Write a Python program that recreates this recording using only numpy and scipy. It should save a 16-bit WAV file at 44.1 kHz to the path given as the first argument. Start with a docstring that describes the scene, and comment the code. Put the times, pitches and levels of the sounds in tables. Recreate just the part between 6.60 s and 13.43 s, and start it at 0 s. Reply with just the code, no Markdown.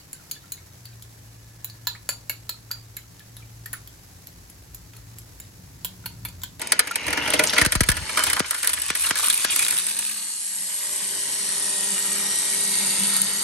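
"""Dry lawn along a concrete path: a cordless string trimmer edges it, close by.
At first the nylon line slaps the concrete and flings grit against the plastic guard; some blows end in a
falling thump. Then it runs in the grass: the line hums and hisses, blades crackle, the drive whines.
Sines on multiples of the turning rate make hum and whine; shaped noise and rung resonances make the rest.
Table levels are relative, before the trims in the functions."""
import sys
import numpy as np
from scipy import signal
from scipy.fft import rfft, irfft, next_fast_len
from scipy.io import wavfile
from scipy.ndimage import uniform_filter1d, map_coordinates

SR = 44100
rng = np.random.default_rng(int(sys.argv[2]) if len(sys.argv) > 2 else 0)


def master_out(mix):
    """Clip the mix to full scale and print it as 16-bit PCM to the path in sys.argv[1]."""
    frames = np.transpose(np.atleast_2d(mix))
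    ceiling = np.clip(frames, -1, 1)
    pcm = np.round(ceiling * 32767).astype(np.int16)
    wavfile.write(sys.argv[1], SR, pcm)


N = 301203

WHINES_PER_TURN = 19
SIDES = np.array([[1], [-1]])  # left, right

# drag of the grass on the line: time_s, share (0-1)
LOAD_ROWS = [(3.6, 0.35), (4, 0.57), (6.83, 0.85)]
# hum of the line: time_s, level_db
HUM_ROWS = [(2.95, -85), (3.14, -52), (3.36, -51), (3.6, -52), (3.77, -63), (3.9, -55), (4.1, -55.5),
            (4.3, -66), (4.46, -51), (4.6, -55.5), (5.27, -51), (5.35, -37), (5.41, -54), (5.48, -42),
            (5.7, -44.5), (5.8, -54), (6.0, -48), (6.05, -40), (6.28, -37), (6.35, -46), (6.43, -35),
            (6.56, -36), (6.7, -45), (6.8, -37.5)]
# blows that end in a falling thump and a lull in the hiss: start_s, level_db, swell_s
THUMP_ROWS = [(1.014, -15, 0.0079), (1.062, -14, 0.0067), (1.153, -14, 0.011), (1.207, -9, 0.0079),
              (1.288, -12, 0.01), (1.803, -9.5, 0.0024), (2.303, -23, 0.003), (2.509, -20, 0.0026),
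              (2.848, -19, 0.0018)]
# swish spectrum: freq_hz, density_db (per Hz)
SWISH_SPECTRUM = [(1800, -22.5), (2900, -1), (3700, 0.5), (4500, 4), (5300, 2.5), (6400, 0), (7500, -13),
                  (10000, -60)]
# phase by which the left microphone port leads: freq_hz, lead_rad
PORT_LEAD = [(100, 0.5), (1300, 0.96), (2000, -0.9), (3100, 1.5), (3900, 0), (4600, 1.5), (5350, 4),
             (6000, 6), (7200, 7.5), (8700, 6.5), (9500, 4), (10250, 3), (10900, 2.4), (11400, 0.5),
             (12700, -0.5), (13700, -3.5), (15000, -6)]


def amp(db):
    """Decibels to gain."""
    return np.exp(np.asarray(db) * (np.log(10) / 20))


def unit(x):
    """Scale to rms 1."""
    return x / np.sqrt(np.mean(x ** 2) + 1e-20)


def along(points, hz):
    """Read (Hz, value) points on a log axis."""
    f, v = np.transpose(points)
    return np.interp(np.log(hz + 1), np.log(f + 1), v)


def curves(rows):
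    """One value per sample for each column after the time."""
    s, *cols = np.transpose(rows)
    return [np.interp(np.arange(N) / SR, s, c) for c in cols]


def wobble(rate_hz):
    """Smooth random curve with rate_hz knots a second."""
    coarse = np.arange(N + 32)[::32]
    knots = rng.standard_normal(int(N * rate_hz / SR) + 4)
    smooth = map_coordinates(knots, [coarse * rate_hz / SR])
    return np.float32(np.interp(np.arange(N), coarse, smooth))


def filtered(x, response):
    """Apply a complex response of frequency."""
    m = next_fast_len(N + 8192, real=True)
    return irfft(rfft(x, m) * response(np.fft.rfftfreq(m, 1 / SR)), m)[..., :N]


def shape(points):
    """Response of a smooth spectrum."""
    return lambda hz: amp(along(points, hz))


def body(modes):
    """Sum of band-pass resonances (Hz, width Hz, dB) with alternating signs."""
    def response(f):
        total = 0
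        for k, (centre, width, db) in enumerate(modes):
            damping = 1j * f * width
            total = total + (-1) ** k * amp(db) * damping / (centre * centre - f * f + damping)
        return total
    return response


def noise(response, envelope):
    """Enveloped, filtered noise at two ports, partly alike and phase-shifted; mid level follows the envelope."""
    # likeness of the two ports: freq_hz, likeness (0-1)
    port_likeness = [(100, 1), (350, 0.99), (620, 0.69), (1000, 1), (2100, 0.61), (2800, 0.55),
                     (5200, 0.26), (7000, 0.35), (8000, 1), (10250, 1), (11100, 0.94), (12000, 0.73)]
    m = next_fast_len(N + 8192, real=True)
    hz = np.fft.rfftfreq(m, 1 / SR).astype(np.float32)
    alike, lead = np.float32([np.clip(along(port_likeness, hz), 0, 1), along(PORT_LEAD, hz)])
    gain = response(hz).astype(np.complex64)
    sources = rng.standard_normal((3, N), dtype=np.float32) * np.float32(envelope)
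    common, left, right = rfft(sources, m)
    turn = np.cos(lead / 2) + 1j * np.sin(lead / 2)
    shared = np.sqrt(alike) * common * np.array([turn, turn.conj()])
    own = np.sqrt(1 - alike) * np.array([left, right])
    mid_power = np.mean(abs(gain) ** 2 * (1 + alike * np.cos(lead)) / 2)
    return irfft((shared + own) * gain, m)[:, :N] / np.sqrt(mid_power)


def grains(rate_hz, spread_db, life_s, share):
    """Envelope of brief random snaps holding a share of the power, on a steady bed."""
    chance, size = rng.random(N), rng.standard_exponential(N)
    snaps = (chance < rate_hz / SR) * amp(spread_db * np.minimum(size, 4))
    power = signal.lfilter([1], [1, -np.exp(-1 / (life_s * SR))], snaps ** 2)
    share = np.clip(share, 0, 1)
    return np.sqrt(1 - share + share * power / power.mean())


def lull(depth_db):
    """Gain that sinks briefly after each thump."""
    t = np.arange(N) / SR
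    inside = sum((t > s + 0.008) & (t < s + 0.054) for s, _, _ in THUMP_ROWS)
    return amp(-depth_db * uniform_filter1d(inside.astype(float), size=300))


def patchy(x, depth_db):
    """Narrow bands swell and fade as the head moves over the ground."""
    z = signal.stft(x, nperseg=1024)[2]
    field = uniform_filter1d(rng.standard_normal(z.shape[1:]), size=3, axis=0)
    field = uniform_filter1d(field, size=36, axis=1)
    return signal.istft(z * unit(amp(depth_db * unit(field))), nperseg=1024)[1][:, :N]


def bass_ports(x):
    """Low sounds reach the left port earlier and louder."""
    lead_rad, balance_db = 0.85, 1.5  # balance is added left, taken off right
    ports = filtered(x, lambda hz: np.exp(0.5j * SIDES * lead_rad * hz / (hz + 10)))
    return ports * amp(SIDES * balance_db)


def contact_level(offset_db, slope):
    """Level in dB that follows contact strength, plus slope times its brightness."""
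    # how hard the line works against the ground: time_s, level_db
    contact_rows = [(0, -45), (.25, -48), (.5, -41), (.75, -37), (.9, -40.5), (1.02, -32), (1.12, -42),
                    (1.42, -40.5), (1.65, -32), (1.83, -41), (2.05, -38.5), (2.16, -39.5), (2.45, -36),
                    (2.7, -34.5), (2.735, -39), (2.82, -33), (3.03, -33.5), (3.075, -36), (3.15, -37),
                    (3.85, -41.5), (4.4, -37), (4.7, -37), (5.5, -34), (6.5, -32.5), (6.83, -36)]
    # contact brightness, dull on concrete and bright in grass: time_s, brightness_db
    bright_rows = [(0, -9), (.2, -8), (.5, -16), (.95, -12), (1.14, 2), (1.38, -6.5), (1.5, -4.5),
                   (1.9, -1.5), (2.5, 0), (3.9, 5), (4.4, 2.5), (6.83, 1)]
    return curves(contact_rows)[0] + offset_db + slope * curves(bright_rows)[0]


def partial(turns, multiple, blur_rad):
    """Sine of rms 1 at a multiple of the turning rate, its phase blurred at random."""
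    phase = 2 * np.pi * (multiple * turns % 1) + blur_rad * wobble(45)
    return np.sqrt(2) * np.sin(np.float32(phase))


def tones(turns):
    """Two line ends hum at twice the turning rate; the drive whines on a high multiple of it."""
    # overtones of the whirling line: time_s, fourth_db, sixth_db (at 4 and 6 times the turning rate)
    overtone_rows = [(3.7, -85, -75), (4.1, -74, -57), (4.3, -52, -52), (4.65, -51, -58), (5.15, -48, -49),
                     (5.7, -46.5, -53), (6.05, -47, -57), (6.4, -48, -59), (6.58, -61, -60),
                     (6.83, -46.5, -57)]
    # weaker line overtones: multiple (of the turning rate), level_db (over the fourth)
    faint_rows = [(3, -10.5), (5, -17), (8, -10), (10, -5)]
    # drive tones as it comes up to power: time_s, level_db
    drive_rows = [(3.4, -84), (3.85, -52), (4.25, -46), (4.9, -45), (5.1, -39), (5.7, -38), (6.5, -38.5),
                  (6.83, -41)]
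    # thin, shrill partials of the drive: time_s, third_db, sixth_db (at 3 and 6 times the whine)
    shrill_rows = [(3.55, -80, -53), (3.82, -47, -44), (4.2, -55, -41), (4.72, -46, -49),
                   (4.85, -41.5, -44), (5.08, -40, -45), (5.18, -51, -54), (5.58, -46, -58),
                   (5.73, -35, -60), (5.88, -45, -60), (6.1, -62, -55), (6.72, -62, -60), (6.78, -39, -50),
                   (6.83, -54, -45)]
    hum_db, = curves(HUM_ROWS)
    drive_db, = curves(drive_rows)
    load, = curves(LOAD_ROWS)

    # reaching the grass makes the hum flutter
    in_grass = np.clip((np.arange(N) / SR - 3.62) / 0.28, 0, 1)
    flutter_db = 4.5 * np.clip(wobble(24), -2.5, 1.3) * in_grass
    hum = amp(hum_db - 4.5 + flutter_db) * partial(turns, 2, 0.65 * load)

    fourth_db, sixth_db = curves(overtone_rows)
    stack = [(4, fourth_db), (6, sixth_db)]
    stack += [(k, fourth_db + db) for k, db in faint_rows]
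    overtones = sum(amp(db - 2.5 + 1.3 * wobble(9)) * partial(turns, k, 0.25) for k, db in stack)

    whine = amp(drive_db - 5.5 + 1.7 * wobble(24)) * partial(turns, WHINES_PER_TURN, 0.35)
    octave_db = drive_db - 9.5
    shrill = 0
    for k, db in zip((2, 3, 6), [octave_db, *curves(shrill_rows)]):
        level = amp(db + 2 * wobble(15))
        shrill = shrill + level * partial(turns, k * WHINES_PER_TURN, 0.25 * k)
    return (hum + overtones) * amp(SIDES) + whine + shrill


def flap():
    """The line flaps unevenly in the grass: a rough narrow-band drone just under its hum."""
    hum_db, = curves(HUM_ROWS)
    level = amp(hum_db - 12 + 4.5 * wobble(14)) * curves(LOAD_ROWS)[0]
    return noise(lambda f: 1 / (1 + ((f - 176) / 26) ** 4), level)


def rush(turns):
    """The line tears through air and grass; scrape and hiss strengthen as each end sweeps past."""
    # air rumbling round the head: time_s, level_db
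    wash_rows = [(0, -43), (.25, -47), (.5, -41), (.8, -35.5), (1, -39.5), (1.15, -54), (1.45, -44.5),
                 (1.68, -42), (1.86, -56), (2.4, -53), (2.75, -50.5), (3.05, -45.5), (3.2, -50),
                 (3.4, -53.5), (3.85, -60.5), (4.4, -52), (4.7, -50), (5.5, -48), (6.5, -44.5), (6.83, -46)]
    # spectra: freq_hz, density_db (per Hz)
    rumble_spectrum = [(40, -24), (100, -3.5), (170, 1.5), (300, 1), (520, 0), (650, 1), (760, -6),
                       (880, 5.5), (1100, -5), (2000, -60)]
    scrape_spectrum = [(500, -51), (780, -5), (950, -0.5), (1300, 1.5), (1600, 3.5), (1850, 5), (2200, 6.5),
                       (2550, 0), (3050, 8), (4000, -53), (6000, -60)]
    hiss_spectrum = [(4500, -39), (6500, -5.5), (7900, 0.5), (8600, -0.5), (9300, 6), (9900, 7),
                     (10500, -3), (11300, -0.5), (11900, -14.5), (12800, -60), (16000, -65)]
    load, = curves(LOAD_ROWS)
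    sweep = unit(1 + 0.22 * np.cos(4 * np.pi * turns))
    crackle = sweep * grains(rate_hz=400, spread_db=2, life_s=0.00041, share=0.32)
    rumble = noise(shape(rumble_spectrum), amp(curves(wash_rows)[0] + 1.2 * wobble(20)))

    # load terms: dB change at full drag
    scrape_db = contact_level(-2.83, -0.66) - 2 * load + 1.17 * wobble(40)
    scrape_grain = grains(rate_hz=370, spread_db=2.5, life_s=0.0007, share=0.66 * (1 - load))
    scrape = noise(shape(scrape_spectrum), amp(scrape_db) * sweep * scrape_grain)

    swish_db = contact_level(-0.32, 0) - 1.3 * load
    swish_grain = grains(rate_hz=450, spread_db=1.5, life_s=0.00058, share=0.65 * (1 - load))
    swish = noise(shape(SWISH_SPECTRUM), amp(swish_db) * swish_grain)

    hiss_db = contact_level(0.71, 0.85) + 6 * load
    hiss = noise(shape(hiss_spectrum), amp(hiss_db) * crackle)  # blades shred
    ground = scrape + swish * lull(depth_db=1) + hiss * lull(depth_db=11.5)
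    return rumble + patchy(ground, depth_db=3)


def rasp(turns):
    """In thick grass each passing line end tears a resonant burst of its own strength."""
    # line ends rasping: time_s, level_db
    rasp_rows = [(5.75, -64), (6, -46), (6.15, -39), (6.3, -34.5), (6.41, -39.5), (6.55, -34),
                 (6.62, -35.5), (6.72, -37), (6.83, -36)]
    # rasp resonances: freq_hz, width_hz, level_db
    rasp_modes = [(2160, 100, -4.5), (3030, 198, -7.5), (3720, 370.7, -1.5), (4600, 310, 0)]
    db, = curves(rasp_rows)
    passes = unit(amp(5.87 * np.cos(4 * np.pi * turns) + 3.1 * wobble(70)))
    return noise(body(rasp_modes), amp(db) * passes)


def skim():
    """The line skims the ground: noise on a wavering carrier climbs and widens as the line gathers speed."""
    # swish band: time_s, centre_hz, level_db
    skim_rows = [(0, 2150, -40), (.3, 2300, -36), (.5, 2445, -29.5), (.58, 2700, -34), (.68, 3010, -30.5),
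                 (.76, 3150, -25), (.83, 3900, -48), (.86, 4960, -38), (.875, 5510, -19), (.9, 4600, -19.5),
                 (.92, 4210, -30), (.945, 4810, -24), (.975, 3830, -28), (1.005, 4490, -24),
                 (1.03, 4450, -38), (1.08, 4400, -70)]
    hz, db = curves(skim_rows)
    breadth = np.clip((hz - 2800) / 1800, 0, 1)
    ragged = amp(db) * grains(rate_hz=200, spread_db=2, life_s=0.0015, share=0.78)
    narrow = noise(lambda f: 1 / (1 + (f / 380) ** 2), amp(-5) * ragged * np.sqrt(1 - breadth))
    wide = noise(lambda f: 1 / (1 + (f / 1900) ** 4), amp(-4.5) * ragged * np.sqrt(breadth))
    cycles = np.cumsum(hz * (1 + 0.077 * wobble(70))) / SR
    return (narrow + wide) * np.sqrt(2) * np.sin(2 * np.pi * cycles)


def blows():
    """Gritty scuffs spray dust and ring guard and shaft, plus a ping at a pitch set by the spot hit."""
    # hard blows of the line on concrete and guard: start_s, knock_db, spray_db, ring_hz
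    blow_rows = [(0.0156, -30.5, -19.5, 2250), (0.071, -38, -26, 2200), (0.1194, -15.5, -10, 1990),
                 (.192, -15.5, -8, 1767), (0.271, -29.5, -26.5, 1770), (.31, -34, -24, 1410),
                 (0.3555, -24.5, -16.5, 2320), (.465, -35, -25, 2500), (.4792, -25, -26, 2200),
                 (.504, -29, -29, 2190), (0.528, -24, -21.5, 2040), (.572, -23, -27, 2055),
                 (.6755, -24.5, -25, 2260), (0.7016, -31, -18, 3000), (.7355, -16, -14.5, 2140),
                 (0.7918, -14.5, -14.5, 2344), (.836, -22, -13.5, 2270), (0.932, -23, -21, 1750),
                 (.964, -21, -34, 2306), (0.9805, -13, -18, 2110), (1.014, -15, -13, 1747),
                 (1.048, -20, -18, 1705), (1.06, -28.5, -13, 1690), (1.1208, -19.5, -13.5, 1894),
                 (1.152, -23, -18, 1530), (1.2057, -20.5, -12.5, 1804), (1.233, -26.5, -21, 2230),
                 (1.287, -17.5, -11, 1797), (1.2988, -25, -13, 1540), (1.3157, -26, -19.5, 1643),
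                 (1.3667, -27.5, -24, 1860), (1.491, -28.5, -30, 2136), (1.572, -19, -15.5, 1293),
                 (1.5904, -21.5, -18, 1680), (1.6365, -25, -7.5, 1460), (1.666, -24, -16.5, 1040),
                 (1.699, -24, -19, 1970), (1.73, -23, -14.5, 1440), (1.7629, -25.5, -27, 1018),
                 (1.793, -24, -19, 1506), (1.843, -32.5, -46, 1510), (1.908, -25.5, -12, 1260),
                 (1.944, -29.5, -21, 2090), (2.0295, -26.5, -15.5, 1630), (2.045, -28, -19, 1633),
                 (2.072, -24, -14, 4120), (2.0923, -27.5, -20, 2100), (2.132, -25.5, -16, 3230),
                 (2.172, -30.5, -37, 1790), (2.217, -31.5, -20, 3030), (2.2993, -26, -31, 3240),
                 (2.351, -26, -17.5, 1935), (2.396, -44, -19, 2920), (2.42, -42, -17, 2000),
                 (2.44, -29, -25, 2950), (2.464, -26, -20, 3760), (2.5055, -24.5, -25, 1320),
                 (2.5546, -29.5, -23, 1670), (2.5947, -28, -23, 1240), (2.6305, -30, -19, 1150),
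                 (2.643, -33, -13, 3600), (2.667, -38, -15, 1310), (2.699, -25, -9.5, 3660),
                 (2.776, -36, -18, 2530), (2.845, -23, -17, 1700), (2.9594, -25, -14, 2360),
                 (2.991, -25, -12, 2370), (3.024, -29, -14, 2510), (3.048, -34, -18, 3930),
                 (3.082, -27.5, -15, 2270), (3.107, -28, -14, 2280), (3.124, -31, -26, 1900),
                 (3.184, -47, -19, 3000), (3.266, -34, -18, 2850), (3.389, -32, -13, 2650),
                 (6.566, -48, -8, 4195), (6.616, -39, -7, 3920)]
    # shaft ring, damped once the head rests on the lawn: time_s, level_db (over the knock)
    shaft_ring_rows = [(0, -17.5), (.36, -3), (.55, -1.5), (.75, -0.5), (.95, -5), (1.15, -12), (1.55, -8),
                       (1.9, -12.5), (3.3, -16)]
    # resonances: freq_hz, width_hz, level_db
    guard_modes = [(990, 42, -0.5), (1268, 91, 0.5), (1443, 49, 6), (1710, 100, 5.5), (2000, 220, 3),
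                   (2335, 170, 3.5), (2663, 67, -2.5), (3160, 110, 1)]
    shaft_modes = [(190, 50, -10), (294, 16, 5), (445, 36, 1), (500, 14, 3.5), (615, 26, 6), (917, 110, -5)]
    # spray spectrum: freq_hz, density_db (per Hz)
    spray_spectrum = [(4500, -60), (6300, -26), (7200, -1.5), (8700, 3.5), (9900, 15), (11200, 2),
                      (12500, -5), (13900, -28), (15600, -8.5), (16500, -42)]
    t = np.arange(SR // 5) / SR
    power, pings = np.zeros((4, N + SR)), np.zeros((2, N + SR))
    flutter = unit(filtered(rng.standard_normal((2, N)), lambda f: 1 / (1 + (f / 290) ** 2)))
    # base t60 in s: shaft, guard, crack, spray
    life_s = 0.06 * np.array([[1.1], [0.85], [0.8], [0.6]])
    attack = 1 - np.exp(-t / 0.0017)
    for s, knock_db, spray_db, ring_hz in blow_rows:
        start = max(round(s * SR), 0)
        # glancing blows are briefer: each 24 dB of spray over knock halves the length
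        haste = 2 ** ((spray_db - knock_db) / 24)
        fall = amp(-60 * t / life_s * haste) * attack
        shaft_db = knock_db + np.interp(s, *np.transpose(shaft_ring_rows))
        crack_db = (knock_db + spray_db) / 2 - 0.84
        level = amp([[shaft_db], [knock_db + 3.5], [crack_db], [spray_db + 1]])
        power[:, start:][:, :len(t)] += (level * fall) ** 2
        quadrature = [1, 1j] @ flutter.take(start + np.arange(len(t)), axis=1, mode="wrap")
        phase = 2 * np.pi * ring_hz * t + along(PORT_LEAD, ring_hz) * SIDES / 2
        ping = np.real(quadrature * np.exp(1j * phase))
        pings[:, start:][:, :len(t)] += amp(knock_db + 3) * fall[1] * ping
    shaft, knock, crack, spray = np.sqrt(power[:, :N])
    scuff = grains(rate_hz=1400, spread_db=3, life_s=0.00011, share=0.43)
    ring = noise(body(shaft_modes), shaft) + noise(body(guard_modes), knock * scuff) + pings[:, :N]
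    return ring + noise(shape(SWISH_SPECTRUM), crack * scuff) + noise(shape(spray_spectrum), spray * scuff)


def drags(edge_s=0.0024):
    """The line drags along the concrete edge and chatters: rough noise bursts round one pitch."""
    # drags: start_s, length_s, level_db, centre_hz, width_hz
    drag_rows = [(1.575, 0.038, -26.5, 1320, 380), (1.664, 0.054, -30, 2300, 1310),
                 (1.765, 0.027, -31.5, 1300, 450), (1.908, .05, -34, 1680, 600),
                 (2.033, .04, -33, 1700, 646), (2.441, 0.017, -30, 2920, 250),
                 (2.446, 0.046, -36, 1410, 380), (2.463, .015, -30, 3800, 350),
                 (2.558, 0.031, -35, 1590, 380), (2.593, 0.015, -26.5, 1220, 300),
                 (2.632, 0.0092, -28, 1170, 279), (2.634, .022, -31, 3300, 700),
                 (2.645, .045, -35, 1330, 220), (2.699, 0.017, -26, 3680, 550), (2.76, .05, -38, 2480, 200),
                 (2.882, 0.053, -30, 3070, 900), (2.922, 0.018, -28, 2500, 220),
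                 (2.987, 0.064, -32, 2426, 230), (3.04, .012, -31, 3900, 200)]
    out = np.zeros((2, N + SR))
    chatter = grains(rate_hz=150, spread_db=1.5, life_s=0.0015, share=0.56)
    t = np.arange(SR // 8) / SR
    hz = np.fft.rfftfreq(len(t), 1 / SR)
    ports = np.exp(1j * along(PORT_LEAD, hz) * SIDES / 2)
    for s, length_s, db, centre_hz, width_hz in drag_rows:
        start = round(s * SR)
        scuff = rfft(rng.standard_normal(len(t)) + 0.5 * rng.standard_normal((2, len(t))))
        response = ports / (1 + ((hz - centre_hz) / width_hz) ** 4)
        band = unit(irfft(scuff * response, len(t)))
        gate = np.clip(np.minimum(t, length_s - t) / edge_s, 0, 1)
        out[:, start:][:, :len(t)] += amp(db) * gate * chatter[start:][:len(t)] * band
    return out[:, :N]


def thumps(start_hz=9000, glide_s=0.00014):
    """A sharp snap arrives first, then a swelling sine glides down as its bass trails behind."""
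    # snap spectrum: freq_hz, density_db (per Hz)
    snap_spectrum = [(400, -14), (900, -9), (1700, 3), (3500, -4), (9000, -8), (14000, -35)]
    t = np.arange(SR // 6) / SR
    sweep = np.sin(2 * np.pi * start_hz * glide_s * np.log1p(t / glide_s))
    click = amp(-17.5) * np.exp(-t / 0.00049)  # the sharp front
    out, snaps = np.zeros((2, N + SR))
    for s, db, swell_s in THUMP_ROWS:
        start = round(s * SR)
        swelling = amp(db - 5) * t / swell_s * np.exp(1 - t / swell_s)
        out[start:][:len(t)] += sweep * (click + swelling)
        snaps[start:][:len(t)] += amp(-15.5 - 60 * t / 0.019)
    return bass_ports(out[:N]) + noise(shape(snap_spectrum), snaps[:N])


def tocks():
    """A pebble tocks on the guard and rings a single decaying mode."""
    # tocks: start_s, pitch_hz, level_db, t60_s
    tock_rows = [(0.311, 1390, -16.5, 0.05), (.358, 920, -30, 0.067)]
    t = np.arange(SR // 8) / SR
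    attack = 1 - np.exp(-t / 0.00075)
    out = np.zeros(N + SR)
    for s, hz, db, t60_s in tock_rows:
        out[round(s * SR):][:len(t)] += amp(db - 60 * t / t60_s) * attack * np.sin(2 * np.pi * hz * t)
    return out[:N]


def grit():
    """Small stones and dry stalks tick on the guard in clumps; the stalks also snap, dry and brief."""
    # loose grit pattering on the guard: time_s, level_db
    grit_rows = [(0, -72), (.9, -36), (1.4, -53), (2.05, -40.5), (2.6, -29), (3.05, -33.5), (3.3, -36),
                 (3.55, -40), (3.9, -80)]
    # spectra: freq_hz, density_db (per Hz)
    tick_spectrum = [(600, -56), (1000, -10), (1350, -4), (1800, -25), (2450, 9), (3200, -1), (3900, 6),
                     (5200, -37), (7000, -41), (8700, 7), (9900, 20.5), (12000, -0.5), (15500, -19),
                     (16500, -35)]
    stalk_spectrum = [(600, -44), (1100, -5), (2500, -0.5), (4500, -1), (7000, -4.5), (9300, 3.5),
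                      (12500, -7), (16000, -28)]
    db, = curves(grit_rows)
    level = amp(db + 2.7 * wobble(27.03))
    ticks = level * grains(rate_hz=130, spread_db=3, life_s=0.0007, share=0.92)
    snaps = level * grains(rate_hz=220, spread_db=3, life_s=0.00025, share=1)
    return noise(shape(tick_spectrum), amp(-1.5) * ticks) + noise(shape(stalk_spectrum), amp(-3.5) * snaps)


def yard(x):
    """A short answer from the walls around the lawn: convolution with decaying noise."""
    # decay of the yard: freq_hz, t60_s
    decay_points = [(200, 0.27), (2000, 0.29), (10000, 0.024)]
    hz, t, z = signal.stft(rng.standard_normal((2, SR // 3)), SR, nperseg=256)
    fall = amp(-60 * t / along(decay_points, hz)[:, None])
    tail = signal.istft(z * fall, SR, nperseg=256)[1]
    return signal.fftconvolve(x, tail / np.linalg.norm(tail[0]), axes=1)[:, :N]


def buffet():
    """Uneven puffs of air at the microphone: low noise, partly different at each port."""
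    # buffeting: time_s, level_db
    buffet_rows = [(0, -52), (.3, -51), (.6, -43), (1.0, -45), (1.2, -41), (1.36, -39), (1.42, -30),
                   (1.48, -50), (1.75, -46), (1.9, -56), (2.1, -55), (2.5, -51), (3.05, -56), (3.2, -76),
                   (3.8, -88), (4.6, -68), (6, -72), (6.83, -59)]
    # gust spectrum: freq_hz, density_db (per Hz)
    gust_spectrum = [(20, -56), (32, -38), (48, -5), (66, 5), (120, -5.5), (200, -13.5), (500, -42)]
    db, = curves(buffet_rows)
    shared = unit(filtered(rng.standard_normal(N), shape(gust_spectrum)))
    own = unit(filtered(rng.standard_normal((2, N)), shape(gust_spectrum)))
    return bass_ports(amp(db - 3 + 4.4 * wobble(16)) * (shared + 0.12 * own))


def scene():
    """The turning head drives tones and rush; grit and blows sound on top."""
    # drive speed, surging on leaving the concrete and sagging in thick grass: time_s, whine_hz
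    whine_rows = [(3.08, 1097), (3.18, 1555), (3.3, 1963), (3.42, 2070), (3.57, 1988), (3.77, 1858),
                  (4.1, 1897), (5.2, 1887), (5.37, 1880), (5.65, 1897), (5.82, 1906), (6.05, 1902),
                  (6.28, 1867), (6.4, 1882), (6.62, 1858), (6.83, 1943)]
    turns = np.cumsum(curves(whine_rows)[0]) / WHINES_PER_TURN / SR
    clatter = blows() + drags() + patchy(grit(), depth_db=2.5) * lull(depth_db=36)
    line = tones(turns) + flap() + rush(turns) + rasp(turns) + skim()
    trimmer = line + thumps() + tocks() + clatter + amp(-13) * yard(clatter)
    return trimmer * amp(0.25 * SIDES) + buffet()


def record(dry):
    """Clip at full scale, then cut everything above the band limit."""
    top_hz = 16100
    return filtered(np.clip(dry, -1, 1), lambda hz: hz < top_hz)


dry = scene()
out = record(dry)
master_out(out)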